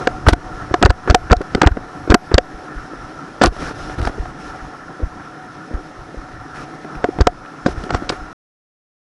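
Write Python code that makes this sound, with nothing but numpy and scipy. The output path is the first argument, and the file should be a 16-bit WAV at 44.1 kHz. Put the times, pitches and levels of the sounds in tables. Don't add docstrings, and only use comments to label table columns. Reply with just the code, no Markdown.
import sys
import numpy as np
from scipy import signal
from scipy.fft import rfft, irfft, next_fast_len
from scipy.io import wavfile
from scipy.ndimage import uniform_filter1d, minimum_filter1d, map_coordinates

SR = 44100
rng = np.random.default_rng(int(sys.argv[2]) if len(sys.argv) > 2 else 0)


def put_to_file(sound):
    columns = np.atleast_2d(sound).T
    safe = np.clip(columns, -1, 1)
    whole_steps = np.round(safe * 32767)
    wavfile.write(sys.argv[1], SR, whole_steps.astype(np.int16))


def makeup_ratio(level_db):
    decades = np.asarray(level_db, float) / 20
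    return 10 ** decades


N = 405279


def unit(x):
    return x / np.sqrt(np.mean(x ** 2) + 1e-20)


def peaked(rows):
    return rows / np.abs(rows).max(axis=1, keepdims=True)


def along(points, hz):
    f, db = np.transpose(points)
    return makeup_ratio(np.interp(np.log(hz + 1), np.log(f + 1), db))


def wobble(rate):
    knots = rng.standard_normal(int(N * rate / SR) + 4)
    return map_coordinates(knots, [np.arange(N) * rate / SR])


def filtered(x, response):
    m = next_fast_len(x.shape[-1] + 8192)
    spectrum = rfft(x, m) * response(np.fft.rfftfreq(m, 1 / SR))
    return irfft(spectrum, m)[..., :x.shape[-1]]


def rush(response, patchy_db):
    z = signal.stft(rng.standard_normal(N), nperseg=512)[2]
    patches = uniform_filter1d(rng.standard_normal(z.shape), 6, 0)
    patches = unit(uniform_filter1d(patches, 10, 1))
    noise = signal.istft(z * makeup_ratio(patchy_db * patches), nperseg=512)[1][:N]
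    return unit(filtered(noise, response))


def placed(times, rows):
    at = np.round(times * SR).astype(int)[:, None] + np.arange(rows.shape[1])
    return np.bincount(at.ravel(), rows.ravel(), N + SR)[:N]


def sheet_power(table, edge_s):
    t = np.arange(N) / SR
    power = 0
    for s, length, db in table:
        rise, drain = np.tanh((t - s) / edge_s), np.tanh((t - s - length) / edge_s)
        power = power + makeup_ratio(2 * db) * (rise - drain) / 2
    return np.abs(power)


def slams():
    # trough in s, depth in dB, width in ms, push before it (relative).
    waves = [(0.2841, 4.3, 7.2, 0.88), (0.332, 0.3, 8.4, 0.44), (0.7189, -23.7, 5.6, 1.76),
             (0.8573, 5.1, 7.2, 0.69), (0.9033, 2.0, 8.5, 0.51), (1.1076, 2.5, 8.2, 0.39),
             (1.1462, -7.2, 4.6, 0.03), (1.3234, 5.9, 8.7, 0.54), (1.3724, -7.3, 9.8, 0.25),
             (1.5597, -21.8, 7.8, 2.49), (1.6706, 6.4, 8.1, 0.61), (1.7206, -4.4, 8.7, 0.35),
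             (2.1084, 1.9, 7.9, 0.2), (2.141, -0.7, 2.1, 0.18), (2.3493, 3.7, 7.8, 0.32),
             (2.3811, -6.7, 3.5, 0.22), (3.4531, -9.1, 5.3, 0.56), (3.4815, -7.0, 9.9, 0.53),
             (3.9825, -17.6, 5.1, 0.13), (4.009, -21.8, 7.3, 2.48), (4.028, -11.3, 6.2, 0.14),
             (4.0711, -11.0, 9.6, 0.01), (4.2037, -11.2, 10.5, 0.24), (5.0385, -8.2, 8.9, 0.26),
             (5.7493, -11.0, 9.6, 0.18), (7.2154, 2.1, 8.1, 0.31), (7.2707, -7.9, 3.7, 0.03),
             (7.7016, -29.3, 10.4, 1.27), (7.7807, -15.8, 6.6, 0.0), (7.9288, -19.6, 4.4, 0.16),
             (7.9519, -12.5, 7.1, 0.54)]
    # trough in s, depth in dB.
    heaves = [(.15, -28), (.547, -22), (.941, -23), (1.225, -24), (2.55, -24), (2.773, -18), (2.995, -31),
              (3.479, -13), (3.498, -15), (3.66, -22), (3.836, -29), (3.91, -28), (4.629, -25), (6, -30),
              (6.184, -20), (6.975, -22), (7.732, -23), (7.823, -25), (8.049, -28), (8.224, -24)]
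    heave_late_s, heave_ms, heave_push = .002, 13, .25
    slow = [(s + heave_late_s, db, heave_ms, heave_push) for s, db in heaves]
    s, db, ms, push = np.array(list(waves) + slow).T[:, :, None]
    lead_s = .03
    t = np.arange(4000) / SR - lead_s
    u = t / (ms / 2400)
    swell = 1.3 * push * np.exp(-.5 * ((u + 1.82) / .66) ** 2)
    suck = np.exp(-np.abs(u / np.where(u < 0, 1.47, 1.06)) ** 2.1)
    dip = makeup_ratio(db) * (swell - suck)
    rebound_width_s = np.where(t < .0265, .007, .003)
    rebound = -makeup_ratio(np.minimum(db, -10) - 10) * np.exp(-.5 * ((t - .0265) / rebound_width_s) ** 2)

    def leak(f):
        return 1j * f * (1j * f + 30) / (36 ** 2 - f * f + 82j * f)
    return makeup_ratio(5.6) * filtered(placed(s[:, 0] - lead_s, dip + rebound), leak)


def squeaks():
    # time in s, peak in dB, length in ms.
    whistles = [(0.277, -17, 1.3), (0.293, -9, 1.5), (.328, -19.5, 1.5), (0.8519, -5.5, 1.3),
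                (0.898, -18.5, 1.5), (1.102, -6.5, 1.3), (1.3177, -7, 0.89), (1.368, -18.5, 1),
                (1.665, -14.5, 1.5), (1.717, -34.5, 1.3), (2.104, 0, 1.1), (2.3435, -1.5, 0.89),
                (3.432, -15.5, 2.5), (3.46, -2.5, 1.045), (3.475, -22.5, 1.3), (3.996, -34.5, 5.5),
                (4.054, -21.5, 0.85), (4.067, -28, 1.3), (7.212, -10, 1.5), (7.666, -15, 1.2),
                (7.672, -24.5, 1.2), (8.095, -4.5, 0.69)]
    centre_hz, width_hz = 4230, 2300
    s, db, ms = np.array(whistles).T[:, :, None]
    t = np.arange(1000) / SR - .011

    def band(f):
        return (1j * f * width_hz / (centre_hz ** 2 - f * f + 1j * f * width_hz)) ** 2
    swell = np.exp(-.5 * (1000 * t / np.clip(ms, .5, 4)) ** 2)
    rows = swell * filtered(rng.standard_normal((len(s), len(t))), band)
    return placed(s[:, 0] + t[0], makeup_ratio(db) * peaked(rows))


def blows():
    # time in s, ring in dB, crack in dB, loss to all parts, lid included, in dB.
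    on_lid = [(.0722, -1.5, -6.5, 4.5), (.7408, -13, -7, -6.5), (.826, 9.5, 1.5, 14.5),
              (1.0978, -7.5, -28, 2.5), (1.1078, -6, -6, 2.5), (1.146, 8, 12, 1), (1.3284, 7, 1.5, 2.5),
              (2.148, -10, -17.5, 3), (2.3808, 8.5, 7.5, 4.5), (3.4186, -11, -1.5, 14.5),
              (3.5644, -30, -30.5, -2), (3.7108, -23, -37, 3.5), (3.8975, -28.5, -37, -4),
              (4.2554, -24, -45, 3.5), (7.0422, -9.5, -17, -2), (7.2704, 6.5, -1, 5.5),
              (7.687, -20.5, -37, 7.5), (7.986, -19, -60, 28.5), (7.999, -13, -61, 28)]
    # time in s, ring in dB, crack in dB, loss to other parts in dB.
    on_shell = [(.2665, -8, -45, 16), (.2852, 1, 4, 4), (.3318, -5.5, -6.5, 5), (.8306, -2.5, -20.5, 5),
                (.8585, 0.5, -0.5, 14), (.9036, -6.5, -6, 7), (1.3005, -15, -43, 10),
                (1.3104, -6, -29.5, 8), (1.316, -10.5, -19, 8), (1.4145, -19.5, -26.5, 6),
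                (1.6165, 0, 0, 14), (1.6418, -13.5, -42, 6.4), (1.665, -10.5, -30, 13),
                (1.6715, -0.5, 2, 8.4), (1.7185, -25, -40, 10), (2.1025, -10, -20, 12),
                (2.1203, -5, -17.5, 3), (2.1425, 12.5, 16.5, 10), (2.343, -8.5, -18.5, 14),
                (2.3505, -17, -20.5, 14), (3.4145, -3, -20.5, 4.2), (3.4362, -0.5, 2.5, 6),
                (3.443, -4, -19, 16), (3.4585, -14, -8.5, 13), (3.4668, -9, -10, 4), (4.0148, -26, -24, 8),
                (4.0503, -17, -24, 14), (4.0722, -12, -19.5, 10), (6.8465, -28.5, -44, 1),
                (7.2105, -22, -31.5, 14), (7.2165, -20.5, -20.5, 10), (7.4495, -32, -67, 30),
                (7.8935, -24.5, -41, 12), (7.9052, -11.5, -16.5, 12), (7.9381, -21, -29, 17),
                (7.9462, -11, -15.5, 8), (8.099, -15, -25.5, 6)]
    # time in s, ring in dB, crack in dB, loss to other parts in dB.
    on_mount = [(.3775, -40.5, -55, 11.5), (.7104, -28.5, -47, 2.5), (.8158, -20, -40, 0.5),
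                (.8635, -12, -32.5, 17.5), (1.1235, -21.5, -45.5, 5.5), (1.3243, -9.5, -18, -1),
                (1.4071, -19, -51.5, 22.5), (1.5488, -13.5, -7, -2.5), (1.571, -29, -49, 8.5),
                (1.5795, -23, -45.5, 6), (1.6312, -10.5, -12.5, 4), (1.7705, -20, -50, -1),
                (2.0762, -25, -40, 9.5), (2.0985, -14, -37, 9.5), (2.3158, -20, -48, -1.5),
                (2.3405, -15, -31, 16), (2.9327, -37, -50.5, 5.5), (3.4518, -12.5, -12, 9),
                (3.522, -34, -48, 5), (3.9805, -36.5, -42, 9), (4.0005, -26.5, -39.5, 2),
                (4.0765, -25.5, -35, 6), (4.0948, -28.5, -44, -2), (4.1803, -30, -45, 8.5),
                (4.994, -39, -60, 20), (5, -32.5, -60, 20), (5.0165, -34, -60, 17), (5.023, -35.5, -60, 20),
                (5.031, -32.5, -50, 2), (5.7075, -32.5, -60, 16.5), (5.7135, -29, -60, 16),
                (5.7265, -37, -60, 16), (5.739, -34.5, -37, 1.5), (6.172, -38.5, -60, 12.5),
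                (6.143, -34, -48, 9.5), (7.0872, -20, -70, 14), (7.1871, -20, -31, 0),
                (7.2062, -12.5, -31.5, 0), (7.6615, -12.5, -18.5, -2), (7.6825, -23, -50.5, 8.5),
                (7.775, -43.5, -50, 10.5), (7.8377, -28, -25.5, 9), (7.865, -32.5, -55, 17),
                (8.0222, -24.5, -46.5, 9.5)]
    # time in s, ring, crack and loss in dB.
    scrapes = [(.289, -12, -8, 7.3), (.85, -19, -29, 4), (.868, -21, -40.5, 6), (1.0758, -15.5, -51, 10),
               (1.084, -28.5, -49.5, 8), (1.634, -12, -35, 5.5), (1.678, -15.5, -36, 8),
               (2.1085, -11, -12.5, 4), (3.4225, -14, -10.5, 10), (3.4275, -14, -11.5, 12),
               (3.4465, -9, -18.5, 10), (3.471, -25, -19, 11), (3.6202, -28, -40, 14.7),
               (3.985, -25, -29, 6.7), (4.026, -30.5, -27.5, 6), (8.091, -33.5, -11, 22),
               (8.1218, -24.5, -30, 2)]
    mount, shell = 0, 2
    # contacts, coupling in dB to (mount, lid, shell), parts without loss, contact in ms
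    kinds = [(on_lid, (-12, 0, 0.11), [], 2.05),
             (on_shell, (-3, 0.5, 0), [shell], 2.94),
             (on_mount, (0, -1, .1), [mount], 2.2),
             (scrapes, (-6, 0.092, 0), [mount, shell], 8)]
    rows = []
    for table, coupling, struck, ms in kinds:
        for s, ring, crack, lost in table:
            parts = [ring + c - lost * (part not in struck) for part, c in enumerate(coupling)]
            rows.append((s, crack, *parts, ms))
    return np.array(sorted(rows))


def knocks():
    # frequency in Hz, level in dB per Hz.
    crack_colour = [(800, -23), (2000, 1.5), (4500, 0), (7000, -11.5), (8600, -12), (11000, -14),
                    (16000, -57.5)]
    # part that drives it (0 mount, 1 lid, 2 shell), frequency in Hz,
    # level in dB, t60 in s, pitch scatter from blow to blow (fraction).
    resonances = [(0, 339.4, 10.5, 0.017, 0.1), (0, 465, 3.5, 0.033, 0.15), (1, 718.6, -0.5, 0.056, 0.0019),
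                  (1, 606, 2.5, 0.015, 0.18), (2, 1003, 0, 0.007, 0.2), (2, 1420, 1.5, 0.0075, 0.028),
                  (2, 1724, -12.5, 0.021, 0.082), (2, 2387, -18, 0.0056, 0.055)]
    s, crack_db, *part_db, ms = blows().T[:, :, None]
    t = np.arange(3000) / SR
    contact = np.exp(-(t / (ms / 650)) ** 2) * (1 - np.exp(-t / 0.00056))
    crack = filtered(rng.standard_normal((len(s), len(t))), lambda f: along(crack_colour, f))
    rows = makeup_ratio(crack_db - 2.5) * peaked(contact * crack)
    kick = 0.56 * np.sqrt(ms * SR / 1000) * (t == 0)
    for part, hz, db, t60, scatter in resonances:
        pitch_hz = hz * (1 + scatter * np.tanh(rng.standard_normal(s.shape)))
        ring = np.cos(2 * np.pi * pitch_hz * t) * makeup_ratio(-60 * t / t60)
        force = contact * rng.standard_normal(rows.shape) + kick
        force = filtered(force, lambda f: (1 + 1j * f / (1.5 * hz)) ** -3)
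        rung = signal.fftconvolve(force, ring, axes=1)[:, :len(t)]
        rows += makeup_ratio(part_db[round(part)] + db) * peaked(rung)
    return placed(s[:, 0], rows)


def swishes():
    # start in s, length in s, level in dB.
    drags = [(.266, .013, -26), (.296, .02, -32.5), (.834, 0.023, -23), (.866, .025, -31.5),
             (1.076, 0.026, -45), (1.113, .02, -36), (1.299, 0.015, -30.5), (1.62, 0.04, -27),
             (1.677, 0.016, -35.5), (2.078, .02, -36.5), (2.316, .024, -34.5), (3.416, .055, -27),
             (3.61, .08, -40), (3.98, 0.052, -38), (4.4, 0.16, -47.5), (6.54, .1, -38.5),
             (6.945, 0.043, -41), (7.452, .02, -41), (7.67, .05, -40.5), (7.952, .035, -36),
             (8.13, .04, -44.5)]
    # frequency in Hz, level in dB per Hz.
    colour = [(300, -28.5), (900, -0.5), (1500, 2.5), (2400, -7.5), (3200, -17.5), (5000, -38.5)]
    grain_db, grains_per_s = 6, 350
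    grains = makeup_ratio(grain_db * wobble(grains_per_s)) * rush(lambda f: along(colour, f), patchy_db=4.5)
    return np.sqrt(sheet_power(drags, edge_s=.003)) * unit(grains)


def water():
    # time in s, buffeting in dB, rush in the case in dB.
    ride = [(0.0, -34.5, -27.5), (0.29, -32, -33.5), (0.61, -39.5, -31.5), (1.28, -29.5, -32.5),
            (1.4, -39.5, -32.5), (2.03, -40, -33.5), (3.36, -50.5, -34), (3.61, -32.5, -35),
            (4.01, -36.5, -32), (4.33, -39, -33), (5.05, -50, -35), (5.48, -52, -35), (6.34, -44.5, -35.5),
            (6.88, -47, -33.5), (7.11, -36, -34), (7.51, -48, -36.5), (7.92, -38.5, -31.5),
            (8.1, -38, -33.5)]
    # frequency in Hz, width in Hz, level in dB.
    hum = [(155, 30, -3), (300, 60, -1), (743, 28, 1), (1345, 160, -2), (1750, 200, -13)]
    # frequency in Hz, level in dB per Hz.
    base = [(60, -27.5), (120, -6.5), (400, -7.5), (1000, -10), (2000, -22.5), (3000, -36), (5000, -76.5)]
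    # frequency in Hz, level in dB per Hz.
    spray = [(1180, -43.5), (2000, -7), (2930, -9), (4230, -10), (4700, -12.5), (5380, -6), (7150, -18.5),
             (9370, -23.5), (10400, -20.5), (11000, -22.5), (12000, -43.5), (15600, -80.5), (22000, -120)]
    # frequency in Hz, level in dB per Hz.
    buffet = [(12, -24), (30, -8), (70, -13.5), (130, -11.5), (300, -79)]
    # start in s, length in s, hiss in dB.
    sheet_rows = [(0.275, 0.0327, -28.5), (1.083, 0.045, -41.5), (3.527, 0.2, -45), (3.598, 0.1, -39.5),
                  (3.748, .05, -46), (3.786, 0.16, -43), (3.97, .05, -50.5), (4.033, .06, -43),
                  (4.4, 0.11, -49), (6.55, 0.092, -46.5), (7.661, 0.068, -42), (7.774, 0.097, -48),
                  (7.934, 0.035, -38), (8.101, 0.072, -46.5), (8.257, .1, -67.5)]
    spray_under_db = -17
    sheet_rush_db = 9.5
    s, buffet_points, rush_points = np.transpose(ride)
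    t = np.arange(N) / SR
    buffet_db, rush_db = np.interp(t, s, buffet_points), np.interp(t, s, rush_points)

    def shell(f):
        rings = sum(makeup_ratio(db) * np.abs(f * w / (c * c - f * f + 1j * f * w)) ** 2 for c, w, db in hum)
        return along(base, f) + rings
    shake = wobble(6.9)
    sheets = sheet_power(sheet_rows, edge_s=0.0063)

    body = np.sqrt(makeup_ratio(2 * rush_db) + makeup_ratio(2 * sheet_rush_db) * sheets)
    body = body * makeup_ratio(0.4 * shake + 0.65 * wobble(40)) * rush(shell, patchy_db=1.7)
    hiss = np.sqrt(makeup_ratio(2 * (rush_db + spray_under_db)) + sheets)
    hiss = hiss * makeup_ratio(.45 * shake + .6 * wobble(30)) * rush(lambda f: along(spray, f), patchy_db=.9)
    buffeting = unit(makeup_ratio(3.5 * wobble(10)) * rush(lambda f: along(buffet, f), patchy_db=3))
    return body + hiss + makeup_ratio(buffet_db) * buffeting


def scene():
    return (slams() + squeaks() + knocks() + swishes() + water())[None]


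def top_cut(x):
    return signal.sosfilt(signal.butter(12, 16120, fs=SR, output="sos"), x)


def record(dry):
    # from Hz, to Hz, how rarely it drops out (threshold).
    shed_bands = [(8900, 9150, 1.2), (9500, 9750, 1), (10000, 10250, 1.2), (10900, 11250, .5),
                  (11250, 11600, -.2)]
    # frequency in Hz, level in dB per Hz.
    grit = [(100, -28.5), (500, -6.5), (1500, 6.5), (3000, -36.5), (6000, -25), (11000, -33),
            (11500, -88.5)]
    # start in s, end in s.
    bright = [(.262, .35), (3.433, 3.5), (3.95, 4.02), (4.055, 4.25), (7.68, 7.8), (8.105, 8.15)]
    stop_s = 8.331
    t = np.arange(N) / SR

    rise, fall = np.exp(-1 / (0.0091 * SR)), np.exp(-1 / (.06 * SR))
    poles = np.convolve([1, -rise], [1, -fall])
    load = signal.lfilter([(1 - rise) * (1 - fall)], poles, np.minimum(dry ** 2, 1))
    x = dry / (1 + load / 0.33) ** 1.4
    x = x / (1 + np.abs(x / .93) ** 8) ** (1 / 8)
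    x = filtered(x, lambda f: 1j * f / (2.5 + 1j * f) * (f < 11600))

    for low, high, rare in shed_bands:
        flutter = uniform_filter1d(1. * (wobble(30) > rare), size=500)
        x = x - flutter * filtered(x, lambda f: (f > low) & (f <= high))

    blow_power = filtered(x, lambda f: f > 1200) ** 2 + 0.03 * x ** 2
    smear = np.sqrt(np.abs(uniform_filter1d(blow_power, size=300, origin=30)))
    x = x + makeup_ratio(-8) * smear ** 2 / (smear + .015) * rush(lambda f: along(grit, f), patchy_db=2)

    loud = -minimum_filter1d(-np.abs(x), size=1300) > .45
    spared = sum((t > a) & (t < b) for a, b in bright).astype(bool)
    shed = uniform_filter1d(1. * (loud & ~spared), size=300)
    x = x - shed * filtered(x, lambda f: np.clip((f - 8300) / 700, 0, 1))
    x = np.clip(x, -1, 1) * np.clip((stop_s - t) / .002, 0, 1)
    return top_cut(x)


dry = scene()
out = record(dry)
put_to_file(out)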